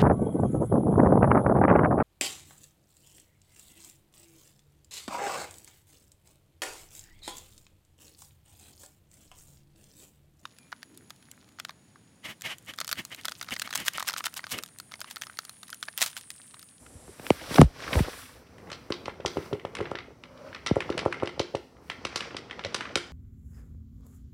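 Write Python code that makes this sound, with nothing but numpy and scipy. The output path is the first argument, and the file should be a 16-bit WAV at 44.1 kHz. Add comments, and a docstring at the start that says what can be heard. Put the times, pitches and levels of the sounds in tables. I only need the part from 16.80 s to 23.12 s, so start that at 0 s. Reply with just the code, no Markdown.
"""In a small furnished room, a paperback page is flicked to and fro by hand on a bed, close to a hand-held phone.
The sheet buckles with dry cracks (sprays of tiny slips) and slaps the book with dull flaps (short pulses).
Phone bumps are pulses too, most of them early; early rubbing on cloth and later on paper is shaped noise.
Once a page slides softly, as hollow noise. A noise tail adds the room to flaps and cracks, over a quiet floor."""
import sys
import numpy as np
from scipy import signal
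from scipy.fft import rfft, irfft, next_fast_len
from scipy.io import wavfile
from scipy.ndimage import uniform_filter1d

SR = 44100
rng = np.random.default_rng(int(sys.argv[2]) if len(sys.argv) > 2 else 0)


def to_wav(sig):
    """Store sig (one row per channel, or 1-D mono) as 16-bit WAV at the path in sys.argv[1].

    Samples outside -1..1 are clipped; the rate is SR.
    """
    pcm = np.clip(np.atleast_2d(sig), -1, 1) * 32767
    pcm = np.round(pcm).astype(np.int16)
    wavfile.write(sys.argv[1], SR, pcm.T)  # frames by channels


N = 278712


def undb(db):
    """Turn a level in dB into a gain."""
    return 10 ** (np.asarray(db) / 20)


def band(x, lo_hz, hi_hz):
    """Keep one range of pitch and set its rms to 1."""
    y = signal.sosfilt(signal.butter(3, [lo_hz, hi_hz], "band", fs=SR, output="sos"), x)
    return y / np.std(y)


def curve(table, size):
    """Read a gain for every bin of a transform from (frequency [Hz], level [dB]) points."""
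    hz, db = np.transpose(table)
    bin_hz = np.fft.rfftfreq(size, 1 / SR) + 1  # + 1 avoids the logarithm of 0
    return undb(np.interp(np.log(bin_hz), np.log(hz), db))


def colour(x, table):
    """Shape a sound by (frequency [Hz], level [dB]) points and set its rms to 1."""
    size = next_fast_len(len(x))
    y = irfft(rfft(x, size) * curve(table, size), size)[:len(x)]
    return y / np.std(y)


def walk(rate):
    """Random levels, each held for 1 / rate s, then smoothed into ramps."""
    hold = int(SR / rate)
    steps = np.repeat(rng.standard_normal(N // hold + 1), hold)
    return uniform_filter1d(steps, hold)[:N]


def add(out, s, x):
    """Mix a short sound in at time s."""
    start = int(s * SR)
    out[start:start + len(x)] += x[:N - start]


def bell(hz, centre_hz, octaves):
    """A bell-shaped hump of gain around one frequency."""
    return np.exp(-.5 * (np.log2(hz / centre_hz) / octaves) ** 2)


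def blows(table, turns, air_db, top_hz, air_hz=114.7, size=4096):
    """Short pulses whose treble arrives first and bass later (delay = turns / Hz), with a puff of pushed air."""
    lead_s = .025  # room ahead of the hit for the early treble
    out = np.zeros(N)
    hz = np.fft.rfftfreq(size, 1 / SR) + 1
    air = undb(air_db) * bell(hz, air_hz, 0.62)
    tilt = np.sqrt(hz + hz * (hz / top_hz) ** 6)  # falls gently, then steeply above top_hz
    for s, db, centre_hz, breadth in table:
        shape = bell(hz, centre_hz, max(breadth, .2)) + air
        phase = turns * (np.log(hz / centre_hz) - hz / centre_hz) + hz * lead_s
        pulse = irfft(shape * np.exp(-2j * np.pi * phase) / tilt, size)
        add(out, s - lead_s, undb(db) * pulse / np.abs(pulse).max())
    return out


def cracks(table, after_db, length_ms=2., broad_db=0., breadth=0.6, spiky=0.55, after_s=0.023, size=8192):
    """A spray of tiny slips that dies in a few ms, then sparse after-crackle; also one smooth pulse of equal energy."""
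    sprays, pulses = np.zeros(N), np.zeros(N)
    t = np.arange(size) / SR
    hz = np.fft.rfftfreq(size, 1 / SR) + 1
    draws = rng.standard_normal((len(table), 3, size))
    for (s, db, centre_hz, treble_db, *own_ms), (slips, spikes, gaps) in zip(table, draws):
        ms = own_ms[0] if own_ms else length_ms
        swell = (1 - np.exp(-t / 0.0012)) * np.exp(-t * 1000 / max(ms, .3))
        spray = slips * swell * np.exp(spiky * uniform_filter1d(spikes, size=9))
        # wide random level swings make the after-crackle sparse
        after = undb(after_db + 30 * uniform_filter1d(gaps, size=45))
        spray += slips * after * np.exp(-t / after_s)
        broad = curve([(500, -21), (1100, 1), (4500, -23.5), (7000, treble_db), (9500, treble_db),
                       (15000, treble_db - 38.5)], size)
        shape = undb(broad_db) * broad + bell(hz, centre_hz, breadth)
        # 44 samples (1 ms) later here, 1 ms earlier when added
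        crack = np.roll(irfft(rfft(spray) * shape, size), 44)
        # the loudest 2 ms sets the level
        crack *= undb(db) / np.sqrt(4.77 * uniform_filter1d(crack ** 2, size=88).max())
        pulse = np.roll(irfft(shape, size), 44)
        add(sprays, s - .001, crack)
        add(pulses, s - .001, pulse * np.sqrt(np.sum(crack ** 2) / np.sum(pulse ** 2)))
    return sprays, pulses


def page_cracks():
    """The bending sheet buckles suddenly; returns the crack sprays and their smooth pulses."""
    # buckles of the sheet: (time [s], level [dB], centre [Hz], treble [dB])
    buckles = [(1.7821, -38.5, 2030, -8), (1.8722, -39, 1850, -20), (1.9004, -30, 2170, -11),
               (1.9164, -24.5, 3200, -13), (1.9282, -26, 3620, -22), (2.103, -24, 1630, -10),
               (2.122, -15.5, 3580, -40), (2.2562, -24, 3070, -14), (2.2803, -26.5, 1430, -19),
               (2.4034, -36.5, 2220, -24), (2.294, -31.5, 2180, -27), (2.4478, -37, 2030, -7),
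               (2.4603, -12, 4440, -41), (2.5712, -27, 2230, -10), (2.73, -26, 2540, -12),
               (2.7964, -32.5, 2440, -20), (2.8502, -29, 2060, -16), (2.9512, -21, 2430, -8),
               (2.9682, -25, 2530, -27), (2.9856, -27.5, 2080, -19), (3.0075, -24, 2120, -13),
               (3.0548, -25, 2000, -47), (3.113, -31.5, 2130, -11), (3.1534, -20.5, 2380, -27),
               (3.1863, -22.5, 2670, -47), (3.4368, -28.5, 2530, -20), (3.5752, -42, 2850, -30),
               (3.7288, -28, 1900, -37), (3.7472, -24.5, 2470, -24), (3.8626, -15.5, 2440, -15),
               (3.8701, -15.5, 4120, -31), (3.9561, -26, 1530, -9), (4.0045, -15, 2150, -18),
               (4.1012, -24.5, 2900, -12), (4.1248, -25, 2410, -34), (4.1778, -16, 2570, -13),
               (4.1905, -18, 3430, -26), (4.2526, -27.5, 1910, -8), (4.3251, -15, 1930, -18.5),
               (4.3995, -30, 2050, -30), (4.4331, -24.5, 1920, -13), (4.4572, -29, 3960, -23),
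               (4.4736, -19.5, 2660, -18.5), (4.5946, -13, 3670, -22), (4.7513, -22, 3350, -11),
               (4.967, -45.5, 1880, -38), (5.0988, -16.5, 2580, -17), (5.2503, -15.5, 3200, -12.5),
               (5.3239, -35, 2020, -29), (5.3586, -12.5, 4420, -14), (5.4059, -16.5, 2450, -15),
               (5.5071, -31, 1930, -38), (5.5449, -28, 1950, -26), (5.5666, -19.5, 3500, -16),
               (5.698, -34, 2260, -32), (5.71, -21, 2350, -23), (5.7929, -24.5, 2510, -28),
               (5.838, -25, 2550, -20), (5.8476, -17, 3320, -23), (5.9444, -11.5, 3530, -8.5),
               (6.0076, -17.5, 1880, -17), (6.0537, -24.5, 1970, -33), (6.0924, -31, 2270, -43),
               (6.1556, -5.5, 3170, -7)]
    return cracks(buckles, length_ms=1.96, after_db=-24.0)


def book(x, size=4096):
    """The slapped block of pages rings briefly, as a few dying sine waves."""
    # ringing tones of the page block: (frequency [Hz], level [dB], time to fall 60 dB [s])
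    book_tones = [(352.6, -27.5, 0.24), (413.4, -19.5, 0.043), (582, -16.5, 0.02), (1388, -17.5, 0.032)]
    t = np.arange(size) / SR
    ring = np.zeros(size)
    for hz, db, t60 in book_tones:
        strength = undb(db) * 2 * np.pi * hz / SR
        ring += strength * np.sin(2 * np.pi * hz * t) * 1000 ** (-t / t60)
    return x + signal.fftconvolve(x, ring)[:N]


def page_flaps():
    """The page slaps the book: a dull pulse that pushes air and makes the page block ring."""
    # page slaps: (time [s], level [dB], centre [Hz], breadth [octaves])
    slaps = [(1.9199, -28.5, 670, 1), (2.1061, -17.5, 404, 0.64), (2.1234, -32, 370, 1),
             (2.2631, -32, 500, 1), (2.2819, -16.5, 730, 0.75), (2.4017, -27, 530, 0.46),
             (2.451, -14.5, 740, 0.49), (2.4611, -22.5, 406, 0.3), (2.5615, -31, 515, 0.32),
             (2.5713, -14, 520, 1), (2.5841, -22, 388, 0.17), (2.7151, -31.5, 530.0, 0.33),
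             (2.7287, -17.5, 465, 1), (2.7358, -19, 410, 0.14), (2.7544, -27, 470.0, 0.79),
             (2.8511, -17, 660, 0.58), (2.9927, -27, 470.0, 0.59), (3.0052, -18, 686, 1),
             (3.014, -19, 428, 0.23), (3.1169, -16.5, 675, 0.77), (3.151, -24.5, 546, 0.77),
             (3.285, -39, 483, 0.39), (3.307, -39, 500, 0.93), (3.8651, -26, 820, 1), (3.9, -28, 880, 0.77),
             (3.94, -34, 520, 0.63), (3.9609, -21, 600, 1), (3.9681, -9, 540, 0.5), (4.094, -20, 950, 0.61),
             (4.1035, -16, 400, 0.52), (4.1527, -28.5, 318, 0.7), (4.1756, -22.5, 554, 0.45),
             (4.182, -24, 580, 0.37), (4.1916, -26, 544, 0.7), (4.254, -24, 900, .6),
             (4.2618, -6, 604, 0.67), (4.4251, -17, 800, 0.61), (4.4328, -12, 503, 0.66),
             (4.4753, -25, 600, 0.97), (4.579, -28.5, 594, 0.46), (4.595, -25.5, 850, 0.35),
             (4.602, -11.5, 530, 0.61), (4.7426, -27.5, 526, 0.42), (4.7497, -12.5, 583, 0.58),
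             (5.1015, -26, 940, 1), (5.2534, -19, 710, 0.94), (5.3612, -23, 660, 1),
             (5.4073, -35, 1010, 0.46), (5.5487, -25.5, 550.0, 0.79), (5.7939, -27, 980, 0.45),
             (5.8497, -25, 565, 0.4), (5.8605, -24.5, 596, 0.18), (5.8708, -38, 550.0, 0.42),
             (5.9486, -24.5, 520, 0.66), (6.1619, -16.5, 503, 0.72), (6.1767, -24.5, 850, 1)]
    return book(blows(slaps, turns=0.53, air_db=-12.5, top_hz=1540.0))


def slide():
    """A page slides softly: a slow, grainy swell of hollow friction noise in two resonances."""
    peak_s, rise_s, fall_s, level_db = 3.68, 0.14, 0.044, -47
    t = np.arange(N) / SR - peak_s
    grain = undb(2.5 * walk(34))
    swell = np.exp(-.5 * (t / np.where(t < 0, rise_s, fall_s)) ** 2) * grain
    low, upper = (band(rng.standard_normal(N), hz - width_hz / 2, hz + width_hz / 2)
                  for hz, width_hz in ((566, 94), (1180, 640)))
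    return undb(level_db) * swell * (low + undb(-7) * upper)


def hand():
    """How hard the hand rubs: the middle, bass and treble levels at every sample."""
    # rubbing on cloth: (time [s], middle level [dB], bass level [dB], treble level [dB])
    cloth_levels = [(0.0, -64.5, -59, -64), (0.2, -60.5, -55, -65), (0.35, -57, -53.5, -58.5),
                    (0.472, -47.5, -44.5, -41), (0.604, -45, -49.5, -49), (0.68, -42.5, -45, -47),
                    (0.725, -35.5, -41, -38), (0.76, -37, -32, -31.5), (0.81, -33.5, -23, -37),
                    (0.855, -53.5, -47, -58), (0.92, -56, -54, -62), (1.037, -39.5, -43.5, -52),
                    (1.095, -42, -43.5, -47.5), (1.145, -36, -28, -36.5), (1.2, -38.5, -37.5, -36.5),
                    (1.257, -41.5, -39.5, -47.5), (1.405, -47, -59, -43), (1.6, -58.5, -55, -60)]
    # rustling of the page: (time [s], middle level [dB], bass level [dB], treble level [dB])
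    paper_levels = [(1.65, -61.5, -57.5, -70), (1.88, -60, -45.5, -65), (2.05, -58, -51.5, -66),
                    (2.26, -65, -47, -65), (2.4, -65, -51, -74), (2.52, -52, -44.5, -59),
                    (2.66, -48.5, -45, -55.5), (2.81, -70, -52.5, -70), (3.05, -54, -41, -70),
                    (3.35, -76, -57.5, -77), (3.55, -61.5, -54.5, -72), (3.68, -54.5, -47.5, -66),
                    (3.83, -59, -53.5, -72), (4.1, -51, -42.5, -67), (4.45, -54, -45, -78),
                    (4.85, -68, -60, -69), (4.97, -74, -54, -79), (5.08, -58.5, -53.5, -62),
                    (5.2, -55.5, -47.5, -74), (5.43, -42, -47.5, -76), (5.62, -60.5, -48, -86),
                    (6.0, -47, -44, -82), (6.32, -63, -51, -72)]
    s, *levels = np.vstack([cloth_levels, paper_levels]).T
    return [np.interp(np.arange(N) / SR, s, level) for level in levels]


def rub():
    """Cloth, later paper, slips as noise that flickers more when rubbed harder; each range follows the hand."""
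    # tone of cloth: (frequency [Hz], level [dB per Hz])
    cloth_tone = [(18, -36), (30, 1), (106, -6.5), (232, -7.5), (279, 1.5), (362, -2.5), (496, 2.5),
                  (883, -5.5), (1340, -9), (2730, -15), (4610, -15.5), (11800, -9), (15800, -13)]
    # tone of paper: (frequency [Hz], level [dB per Hz])
    paper_tone = [(40, -11), (75, -3), (180, 1.5), (380, 3), (470, 6), (570, 1), (900, -3), (1350, -4.5),
                  (1700, -9.5), (2300, -8), (3600, -20), (4400, -14), (6200, -14.5), (15800, -14)]
    cloth_ends_s, thin_hiss_ends_s, thin_hiss_db = 1.62, .42, -50
    t = np.arange(N) / SR
    cloth = np.clip((cloth_ends_s - t) * 20, 0, 1)
    middle, bass, treble = hand()
    rumble = cloth * -5 + (1 - cloth) * -5  # dB against the bass, on cloth and on paper
    air = cloth * -3 + (1 - cloth) * -1  # dB against the treble, on cloth and on paper
    thin = undb(thin_hiss_db) * np.clip((thin_hiss_ends_s - t) * 10, 0, 1)  # a thin high hiss at the start
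    ranges = [  # (lowest [Hz], highest [Hz], gain, flicker strength)
        (1200, 6200, undb(middle), 0.46),
        (55, 200, undb(bass + rumble), 7.1),
        (200, 1200, undb(bass), 7.2),
        (6900, 10600, undb(treble) + thin, 1.2),
        (10600, 15800, undb(treble + air), 0.94)]
    effort = np.clip((middle + 69.5) / 22, .4, 1.5)
    shared = 0.66 * walk(45) + walk(280)
    out = np.zeros(N)
    for lo_hz, hi_hz, gain, flicker in ranges:
        flicker_db = flicker * effort * (0.33 * shared + 0.52 * walk(150))
        slips = rng.standard_normal(N) * undb(flicker_db)
        on_cloth = band(colour(slips, cloth_tone), lo_hz, hi_hz)
        on_paper = band(colour(slips, paper_tone), lo_hz, hi_hz)
        out += (cloth * on_cloth + (1 - cloth) * on_paper) * gain
    return out


def crackle(count=420):
    """Small cracks at random times, which follow the strength of the rubbing at that moment."""
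    over_db, spread_db, knee_db, slope = 6, 5, -40.5, 0.16  # the slope makes light rubbing crackle less
    centre_hz, spread_octaves, treble_db = 1920, 0.81, -10
    u = rng.random((count, 3))
    s = .01 + u[:, 0] * (N / SR - .02)
    level = hand()[0][(s * SR).astype(int)]
    db = level + slope * (level - knee_db) + over_db + spread_db * (2 * u[:, 1] - 1)
    hz = centre_hz * 2 ** (spread_octaves * (2 * u[:, 2] - 1))
    rows = np.transpose([s, db, hz, np.full(count, treble_db)])
    return cracks(rows, length_ms=6.5, after_db=-35, broad_db=-10, breadth=0.4)[0]


def shudders(count=3):
    """The phone shudders on after two hard bumps: each swing is later, lower and weaker."""
    # starts of the shudders: (time [s], level [dB], first swing [Hz])
    first_swings = [(.797, 3.5, 199), (0.831, -5.5, 144)]
    gap_s, stretch, sag, fade_db, octaves = 0.0124, 0.096, 0.735, -5, 0.78
    swings = []
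    for s, db, hz in first_swings:
        for k in range(count):
            delay_s = k * gap_s * (1 + stretch * (k - 1))  # the second gap is longer than the first
            swings.append((s + delay_s, db + k * fade_db, hz * sag ** k, octaves))
    return swings


def phone_bumps():
    """Bumps against the phone itself, and its shudders: pulses with strongly delayed bass."""
    # bumps on the phone: (time [s], level [dB], centre [Hz], breadth [octaves])
    phone_hits = [(.16, -36.5, 86, 0.62), (.283, -38.5, 305, 1.6), (.296, -36, 382, 0.25),
                  (.399, -32.5, 388, 1.8), (.5072, -1, 429, 0.86), (.714, -26, 193, 1.7),
                  (.7865, -3.5, 422, 1.4), (.8185, 3, 384, 1.19), (1.13, -26.5, 200, 0.53),
                  (1.158, -17.5, 490, 2), (1.174, -9, 75, 0.47), (1.211, -10.5, 140, 1.02),
                  (3.916, -8.5, 238, 1.04)]
    return blows([*phone_hits, *shudders()], turns=1.232, air_db=-17.5, top_hz=3930.0)


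def phone_ticks():
    """Cloth and fingers tick and scratch on the phone case: short sprays of slips."""
    # ticks and scratches: (time [s], level [dB], centre [Hz], treble [dB], length [ms])
    case_ticks = [(0.0634, -38.5, 1930, -15, 2.6), (0.3963, -35, 1700, -15, 1.8),
                  (0.4665, -20, 3060, -28, .7), (0.5037, -8, 2130, -13.5, 0.76),
                  (0.743, -17, 3700, -16, 2.), (0.7581, -14.5, 3700, -25, 3),
                  (0.7815, -12, 1580, -18, 0.64), (0.8144, -3.5, 3120, -2, 0.8),
                  (1.0031, -28, 2000, -11, 2.2), (1.065, -29, 2260, -23, 2.3), (1.0756, -20, 1510, -31, 10),
                  (1.105, -29, 1000, -30, 6.7), (1.1301, -13.5, 2320, -30, 2.3),
                  (1.1366, -18, 1500, -28, 5.6), (1.152, -21, 1200, -30, 4.3),
                  (1.1892, -20, 2140, -25, 5.5)]
    return cracks(case_ticks, after_db=-45, broad_db=5.5, breadth=0.57)[0]


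def room(x, gap_s=0.0018, size=22050):
    """The room answers with noise in half-octave bands, each dying at its own rate, and a bunch of wall echoes."""
    # how fast the room goes quiet: (frequency [Hz], time to fall 60 dB [s])
    decay_times = [(100, 0.66), (400, 0.39), (1300, 0.56), (2500, 0.49), (6000, 0.62), (8000, 0.34),
                   (12000, 0.36)]
    # tone of the room: (frequency [Hz], level [dB])
    room_tone = [(60, -1), (130, -15), (230, 0.5), (380, 4.5), (480, 5.5), (580, -1), (900, 1.5),
                 (1150, -2.5), (1350, 6), (1650, 1), (2050, 7), (2400, 0.5), (6000, -3.5), (15000, 4.5)]
    wall_s, wall_db, wall_spread_s = .0195, 7, .0022  # echoes from the far wall
    t = np.arange(size) / SR
    tail = np.zeros(size)
    hz, t60 = np.transpose(decay_times)
    for f in 100 * 2 ** np.arange(0, 7.4, .5):
        part = band(rng.standard_normal(size), f / 2 ** .25, f * 2 ** .25) * np.sqrt(f)
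        tail += part * 1000 ** (-t / np.interp(np.log(f), np.log(hz), t60))
    wall = 1 + undb(wall_db) * np.exp(-.5 * ((t - wall_s) / wall_spread_s) ** 2)
    start = np.clip(t / gap_s - .5, 0, 1)  # a short silence before the first echoes
    tail = colour(tail, room_tone) * start * wall
    return signal.fftconvolve(x, tail / np.sqrt(np.sum(tail ** 2)))[:N]


def room_floor():
    """The quiet background of the room: steady shaped noise that wavers very slightly."""
    # tone of the background: (frequency [Hz], level [dB per Hz])
    floor_tone = [(15, -46), (25, -22), (64, -0.5), (161, -10.5), (205, -13.5), (255, -3), (291, -9.5),
                  (414, -25), (3220, -44), (5820, -31), (15800, -45.5)]
    level_db = -54 + 0.39 * walk(8.4)
    return undb(level_db) * colour(rng.standard_normal(N), floor_tone)


def scene():
    """Flaps and cracks come through the air and the room; bumps and ticks go straight into the phone."""
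    flaps = page_flaps()
    sprays, pulses = page_cracks()
    echoes = room(undb(-14.5) * flaps + undb(-10.5) * pulses + undb(-12.5) * sprays)
    page = flaps + sprays + echoes + slide()
    rubbing = rub() + crackle()
    phone = phone_bumps() + phone_ticks()
    return (page + rubbing + phone + room_floor())[None]


def record(dry):
    """The phone rounds the peaks, dulls the treble and cuts the deep bass and the top."""
    # tone of the phone, a step down in the treble: (frequency [Hz], level [dB])
    phone_tone = [(20, 0), (6100, 0), (6300, -7), (20000, -7)]
    size = next_fast_len(N)
    rounded = np.tanh(0.69 * dry) / 0.92
    x = irfft(rfft(rounded, size) * curve(phone_tone, size), size)[:, :N]
    x = signal.sosfilt(signal.butter(2, 42., "high", fs=SR, output="sos"), x)
    return signal.sosfilt(signal.ellip(10, .2, 80, 15850, fs=SR, output="sos"), x)


dry = scene()
out = record(dry)
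to_wav(out)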